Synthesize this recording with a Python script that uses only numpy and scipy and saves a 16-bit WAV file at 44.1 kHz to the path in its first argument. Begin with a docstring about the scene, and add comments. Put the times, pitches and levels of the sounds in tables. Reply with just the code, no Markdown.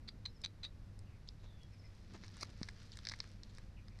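"""Four short ringing rasps over a low rumble and hum: a dragonfly handles its prey on dry ground outdoors,
close to the microphones. Each rasp is a run of tiny slips on a stiff, dry surface. Brittle clicks follow,
with light leg scrapes, a soft rustle of litter and one crunch. The hand rubs the camera and bumps it once.
Faint birds whistle in the distance; the hum is far-off machinery."""
import sys
import numpy as np
from scipy import signal
from scipy.fft import rfft, irfft
from scipy.io import wavfile
from scipy.ndimage import uniform_filter1d

SR = 44100
rng = np.random.default_rng(int(sys.argv[2]) if len(sys.argv) > 2 else 0)


def master(y):
    """Save y as 16-bit WAV."""
    cut = np.clip(np.atleast_2d(y).T, -1, 1)
    pcm = np.round(cut * 32767)  # scale
    wavfile.write(sys.argv[1], SR, pcm.astype(np.int16))


N = 176400

# Open-air rumble and hiss (frequency [Hz], gain [dB])
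AIR_COLOUR = [(15, -1.5), (27, 0.5), (42, 3.5), (60, -1.5), (85, -2), (120, -5), (160, -10.5), (200, -13),
              (260, -22), (320, -19.5), (400, -25), (500, -23.5), (700, -29), (1000, -31), (2000, -33.5),
              (3000, -39.5), (4000, -38.5), (5200, -39.5), (7000, -46.5), (9500, -51), (13000, -53),
              (14500, -87)]
# Far machinery (pitch [Hz], level [dB], start of fade-in [s])
HUMS = [(99.34, -60, -1.5), (42.6, -65, 3), (206.8, -71.5, 2.5)]
# Hand rubbing the camera body (time [s], level [dB])
HANDLING_LEVEL = [(0, -66.5), (2.0, -73.5), (2.14, -58), (2.3, -68.5), (2.48, -65.5), (2.7, -70),
                  (3.2, -70), (4, -71.5)]
# Close rasps (time [s], length [s], level [dB], ring [Hz], swell [dB], lock of slips to ring [0-1],
# upper ring [dB], after-ring [dB])
RASPS = [(0.077, .012, -48, 4400, 16, 0.08, 2, -11.5), (0.2541, 0.0074, -39, 4097, 8.5, 0.9, 6, -9),
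         (.4375, .0085, -41, 3950, 12.5, 0.3, 6, -5), (0.6317, 0.0053, -46, 4034, -2, 0.7, 11, -2.5),
         (0.638, .014, -43.5, 3860, 10, 0.4, 8, -5.5)]
# Snags that end a rasp (time [s], peak [dB], ring [Hz], upper ring [dB])
SNAGS = [(0.0919, -41, 4150, 3), (0.4492, -25, 3980, 22.5), (0.4606, -30.5, 4050, 14)]
# The rasped surface (frequency [Hz], gain [dB])
RASP_COLOUR = [(200, -16), (700, -7), (1350, -2.5), (1750, -2.5), (2450, 3), (2850, -9.5), (3600, 2),
               (4300, -2), (4750, 3), (5250, -13), (6100, -12.5), (6900, -19), (8100, -15.5), (8600, -23.5),
               (10700, -25), (11700, -44), (14000, -61)]
# Distant bird notes (time [s], length [s], start pitch [Hz], end pitch [Hz], level [dB], waver [share])
BIRD_NOTES = [(.291, .035, 5300, 5000, -80, 0.013), (.343, .042, 5550, 4950, -77, 0.012),
              (.401, .038, 5460, 4980, -74, 0.02), (1.03, .16, 2856, 2200, -80, .09),
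              (1.388, .15, 4000, 3450, -77.5, 0.039), (1.51, .17, 3550, 3220, -82, 0.017),
              (1.575, .06, 2550, 3180, -81, 0.026), (1.722, 0.04, 5400, 4950, -79, 0.0096),
              (1.781, 0.039, 5500, 4950, -75.5, .011), (1.838, 0.045, 5450, 4900, -73.5, .012),
              (1.724, .035, 2430, 2160, -76, 0.075), (1.83, .041, 2207, 2260, -74, 0.096),
              (3.765, 0.031, 2573, 2404, -69.5, 0.1), (3.9, .072, 2400, 2200, -77.5, 0.091)]
# Close clicks (time [s], level [dB], snap pitch [Hz], body gain [dB], knock gain [dB], edge gain [dB])
CLICKS = [(.417, -48, 5050, -12, -23, 15), (.9914, -50, 5090, -20, -20, 19.5),
          (1.2883, -36.5, 4350, -25, -28, -12), (1.633, -52.5, 4560, 0, -3, 9),
          (2.237, -47, 4740, 9.5, 12, -8), (2.245, -46, 5000, 4, 11, -12), (2.281, -45.5, 4900, 1, 2, 2),
          (2.369, -49.5, 4700, 0, 10, 17), (2.41, -35, 5120, -6, -13, 8.5),
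          (2.4134, -43, 4700, -20, -22, -3), (2.4283, -36, 4760, 4, 9, 2), (2.4312, -35, 4960, 3.5, 10, -8),
          (2.616, -51, 4500, 12, 23, -11), (2.6312, -28, 4730, -3, -4, -2.5),
          (2.687, -43.5, 4600, 13, 10, 2), (2.6894, -39, 4600, 7, -4, 7.5),
          (2.9194, -43, 4500, -10, -18, -1), (2.972, -42, 4600, 2.5, -10, 14.5),
          (2.9892, -43, 4240, -4, 5, 4), (3.0519, -34.5, 4540, -4.5, -25, 2),
          (3.059, -45, 4400, 3, -15, -6), (3.0705, -28.5, 4630, 1, -23, -4),
          (3.088, -28.5, 4740, -2.5, -20, -1), (3.0965, -28.5, 4650, -4, -14, -1),
          (3.111, -43, 4600, -13, -20, -6), (3.1151, -44, 4530, 10.5, 6, -2), (3.1186, -37, 4620, 7, 5, 4),
          (3.1218, -38.5, 4650, 5, -5, 9), (3.1376, -40.5, 4600, 10.5, 8, 1),
          (3.1423, -46, 4480, -4, -15, -3), (3.1893, -46, 4700, -5, -16, 6),
          (3.203, -27, 4570, -1.5, -8, -8), (3.2417, -50, 4600, 11, 11, 10),
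          (3.434, -41.5, 4700, -7, -19, 3), (3.55, -48.5, 4700, -13, -15, 12.5),
          (3.573, -48, 4600, -6, -15, 0), (3.584, -47, 4600, 8.5, 7, 12.5), (3.8832, -51, 4350, 5, 1, 5),
          (3.989, -51, 4600, 8.5, -2, 9)]
# A click's snap (frequency [multiple of snap pitch], gain [dB])
SNAP_COLOUR = [(.065, -64), (.43, -32.5), (.67, -20.5), (.82, -0.5), (.98, 0.5), (1.15, 2), (1.32, -9),
               (1.52, -24.5), (1.95, -37.5), (3, -83.5)]
# Its hollow body, low knock and thin top edge (frequency [Hz], gain [dB])
BODY_COLOUR = [(100, -23), (700, -22.5), (1250, -16), (1650, -1.5), (2150, -2.5), (2550, -17.5),
               (3100, -30), (8000, -62)]
KNOCK_COLOUR = [(100, -13), (350, -10.5), (700, -22), (1050, -7), (1400, -5.5), (1900, -9), (3000, -43),
                (8000, -78)]
EDGE_COLOUR = [(2000, -70), (5000, -14), (7100, -24), (8300, -20), (9300, -25), (10500, -34), (14000, -55)]
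# A leg over litter, and the hand near the microphones (time [s], length [s], level [dB])
LEG_SCRAPES = [(1.272, 0.023, -65), (2.922, .025, -61.5), (3.428, 0.03, -72), (3.49, 0.026, -66.5)]
HAND_SCUFFS = [(1.425, 0.043, -64), (2.126, 0.049, -57.5), (2.469, 0.045, -64)]
# The thin scrape and the low scuff (frequency [Hz], gain [dB])
SCRAPE_COLOUR = [(500, -39), (2500, -17), (3400, -6.5), (4500, -4), (5100, -22), (5700, -17), (7000, -13),
                 (12000, -55)]
SCUFF_COLOUR = [(60, -13), (150, -14), (280, 0), (450, -3), (700, -8.5), (1500, -11), (2500, -15),
                (7000, -22), (12000, -58)]
# Shifting litter, and a crunch that builds and breaks off (time [s], level [dB])
RUSTLE_LEVEL = [(0, -100), (2.08, -74), (2.14, -68), (2.2, -70.5), (2.245, -63.5), (2.31, -70.5),
                (2.38, -61), (2.49, -71), (2.59, -67.5), (2.65, -66.5), (2.72, -70.5), (2.82, -65),
                (2.89, -69.5), (2.93, -67.5), (3.02, -68), (3.12, -66), (3.3, -69), (3.4, -79),
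                (3.59, -71.5), (3.72, -85), (4, -77.5)]
CRUNCH_LEVEL = [(2.405, -66), (2.414, -54), (2.425, -44), (2.429, -45.5), (2.432, -38.5), (2.435, -56.5),
                (2.46, -75)]
# The grains of each (frequency [Hz], gain [dB])
RUSTLE_COLOUR = [(100, -4), (300, -14), (700, -8), (1800, 2), (3000, -2.5), (4500, 2), (5800, -1.5),
                 (7200, -13), (9500, -22.5), (14000, -37)]
CRUNCH_COLOUR = [(100, -27), (300, -2.5), (1200, 0.5), (1700, -14), (2200, 7), (3300, -17), (4150, 6),
                 (5300, 4), (6600, -2.5), (7700, -22), (9000, -8), (11500, -25), (14000, -25)]

SLIPS_PER_S, SLIP_SCATTER_DB = 1300, 3.5
RING_DB, UPPER_RING_HZ = 17, 5960
GRAINS_PER_S, GRAIN_SCATTER_DB = 2500, 3
BUMP_S, BUMP_HZ, BUMP_T60_S, BUMP_DB = 2.6143, 202, 0.021, -29.5
TOP_HZ = 13800


def undb(db):
    """Decibels to gain."""
    return 10 ** (np.asarray(db) / 20)


def level(x, db):
    """Scale to an rms level."""
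    return x * undb(db) / np.sqrt(np.mean(x ** 2) + 1e-30)


def clock():
    """Time of every sample."""
    return np.arange(N) / SR


def curve(rows):
    """Gain along (time [s], level [dB]) points."""
    return undb(np.interp(clock(), *np.array(rows).T))


def wander(per_s):
    """Smooth random drift at rms 1."""
    hold = max(int(SR / per_s), 1)
    steps = np.repeat(rng.standard_normal(N // hold + 1), hold)
    return level(uniform_filter1d(steps, hold)[:N], 0)


def gains(colour, size):
    """Gain of a (frequency [Hz], gain [dB]) colour at every bin."""
    hz, db = np.array(colour).T
    bin_hz = np.arange(size // 2 + 1) * SR / size
    return undb(np.interp(np.log(bin_hz + 1), np.log(hz), db))


def response(colour, size=1024):
    """Minimum-phase impulse response of a colour."""
    cepstrum = irfft(np.log(gains(colour, size)))
    cepstrum[1:size // 2] *= 2
    cepstrum[size // 2 + 1:] = 0
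    return irfft(np.exp(rfft(cepstrum)))


def tint(x, colour):
    """Give a steady sound a colour, at rms 1."""
    return level(irfft(rfft(x) * gains(colour, N), N), 0)


def resonate(x, hz, width_hz):
    """One resonance, gain 1 at its centre."""
    return signal.lfilter(*signal.iirpeak(hz, hz / width_hz, fs=SR), x)


def tail(t60_s, db, size=8192):
    """Dying noise with a given total energy."""
    noise = rng.standard_normal(size) * np.exp(-np.log(1000) * np.arange(size) / SR / t60_s)
    return noise * undb(db) / np.linalg.norm(noise)


def add(out, start, x):
    """Mix a sound in at a time in seconds."""
    i = max(int(start * SR), 0)
    out[i:i + len(x)] += x[:max(N - i, 0)]


def grains(per_s, scatter_db):
    """Tiny fractures of uneven size."""
    hits = rng.random(N) < per_s / SR
    return hits * rng.choice([-1, 1], N) * undb(scatter_db * np.minimum(rng.exponential(size=N), 5))


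def open_air():
    """Low outdoor rumble and faint hiss, almost steady."""
    return tint(rng.standard_normal(N), AIR_COLOUR) * undb(-55 + 0.15 * wander(per_s=7.1))


def machinery():
    """Far machinery hums on one wavering tone; two more fade in late."""
    out = np.zeros(N)
    for hz, db, start in HUMS:
        phase = 2 * np.pi * np.cumsum(hz * (1 + 0.00777 * wander(per_s=8))) / SR
        tone = np.sin(phase) * undb(1.5 * wander(per_s=5.85))
        fade_in = np.clip((clock() - start) / 0.22, 0, 1)
        out += level(tone, db) * fade_in
    return out


def handling(rub_hz=197.6):
    """Right at the microphones, the hand rubs the camera body and bumps it once."""
    t = clock()
    rub = resonate(rng.standard_normal(N), rub_hz, width_hz=54)
    rub = resonate(rub, rub_hz, width_hz=300)
    out = level(rub, 0) * curve(HANDLING_LEVEL)
    decay = np.exp(-np.log(1000) * np.minimum(t / BUMP_T60_S, 10))
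    add(out, BUMP_S, undb(BUMP_DB) * np.sin(2 * np.pi * BUMP_HZ * t) * decay)
    return out


def stiff_surface(push, hz, upper_db):
    """A stiff, dry surface answers a push with a main ring and an upper one."""
    contact = signal.fftconvolve(push, response(RASP_COLOUR))
    ring = undb(RING_DB) * resonate(contact, hz, width_hz=390)
    upper_ring = undb(upper_db) * resonate(contact, UPPER_RING_HZ, width_hz=420)
    return contact + ring + upper_ring


def rasps():
    """Close up, uneven slips fall partly into step with the ring; most rasps swell, and two snag."""
    out = np.zeros(N)
    for start, length, db, hz, swell_db, lock, upper_db, after_db in RASPS:
        gap_spread, size_spread = rng.standard_normal((64, 2)).T
        times = np.cumsum(np.exp(.4 * gap_spread)) / SLIPS_PER_S
        times -= times[0]
        times += lock * (np.round(times * hz) / hz - times)  # pulled toward the nearest ring cycle
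        slip_db = swell_db * np.minimum(times / length, 1) + SLIP_SCATTER_DB * size_spread
        slips = np.bincount(np.round(times * SR).astype(int), undb(slip_db) * (times < length))
        rasp = stiff_surface(slips, hz, upper_db)
        after_ring = signal.fftconvolve(rasp, tail(t60_s=0.09, db=0))
        strength = undb(db) * np.sqrt(length * SR)
        add(out, start, strength * rasp / np.linalg.norm(rasp))
        add(out, start, strength * undb(after_db) * after_ring / np.linalg.norm(after_ring))
    for start, db, hz, upper_db in SNAGS:
        snag = stiff_surface(np.ones(1), hz, upper_db)
        add(out, start, snag * undb(db) / abs(snag).max())
    return out


def birds():
    """Distant gliding whistles, some clear and some hoarse, blurred by their echoes."""
    out = np.zeros(N)
    flutter, flicker_db = wander(per_s=900), 2 * wander(per_s=160.4)
    for start, length, from_hz, to_hz, db, waver in BIRD_NOTES:
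        progress = np.linspace(0, 1, int(length * SR))
        span = int(start * SR) + np.arange(len(progress))
        hz = (from_hz + (to_hz - from_hz) * progress) * (1 + waver * flutter[span])
        envelope = undb(flicker_db[span]) * np.sqrt(abs(np.sin(np.pi * progress)))
        whistle = np.sin(2 * np.pi * np.cumsum(hz) / SR)
        add(out, start, level(envelope * whistle, db))
    return out + signal.fftconvolve(out, tail(t60_s=0.17, db=-2.5, size=22050))[:N]


def clicks():
    """Close, brittle snaps, each with its own pitch, a hollow body, a low knock and a thin edge."""
    out = np.zeros(N)
    body, knock, edge = response(BODY_COLOUR), response(KNOCK_COLOUR), response(EDGE_COLOUR)
    for start, db, hz, body_db, knock_db, edge_db in CLICKS:
        snap = response([(hz * multiple, gain_db) for multiple, gain_db in SNAP_COLOUR])
        push = tail(t60_s=0.01, db=-3.5) + tail(t60_s=0.1, db=-16)  # quick crumble, faint tail
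        push[0] += 1  # the break itself
        click = snap + undb(body_db) * body + undb(knock_db) * knock + undb(edge_db) * edge
        add(out, start, undb(db) * signal.fftconvolve(push, click / abs(snap).max()))
    return out


def rubs(strokes, colour):
    """A leg on litter or the hand on the camera: brief gritty strokes that swell and fade."""
    out = np.zeros(N)
    grit = tint(grains(GRAINS_PER_S, GRAIN_SCATTER_DB), colour)
    for start, length, db in strokes:
        progress = np.clip((clock() - start) / length, 0, 1)
        out += undb(db) * grit * np.sin(np.pi * progress)
    return out


def rustle():
    """Dry litter shifts softly near the microphones, with stray fine ticks."""
    litter = tint(grains(GRAINS_PER_S, GRAIN_SCATTER_DB), RUSTLE_COLOUR)
    ticks = undb(-12.5) * tint(grains(per_s=35, scatter_db=4), EDGE_COLOUR)
    return (litter + ticks) * curve(RUSTLE_LEVEL)


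def crunch():
    """One dense burst of tiny fractures builds and breaks off."""
    t = clock()
    crunching = (t > CRUNCH_LEVEL[0][0]) & (t < CRUNCH_LEVEL[-1][0])
    fractures = tint(grains(per_s=1500, scatter_db=4), CRUNCH_COLOUR)
    return fractures * curve(CRUNCH_LEVEL) * crunching


def scene():
    """Everything sits in the centre; the two close microphones differ by a trace in the treble."""
    mid = open_air() + machinery() + handling() + rasps() + birds() + clicks()
    mid += rubs(LEG_SCRAPES, SCRAPE_COLOUR) + rubs(HAND_SCUFFS, SCUFF_COLOUR) + rustle() + crunch()
    treble = resonate(mid, hz=5800, width_hz=9600)
    mismatch = signal.fftconvolve(treble, tail(t60_s=0.0057, db=-25.5, size=512))[:N]
    hiss = level(resonate(rng.standard_normal(N), hz=3900, width_hz=2700), db=-98.5)
    side = mismatch + hiss
    return mid + np.array([side, -side])


def record(dry):
    """The recorder cuts the top steeply."""
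    return signal.sosfilt(signal.ellip(8, .2, 70, TOP_HZ, fs=SR, output="sos"), dry)


dry = scene()
out = record(dry)
master(out)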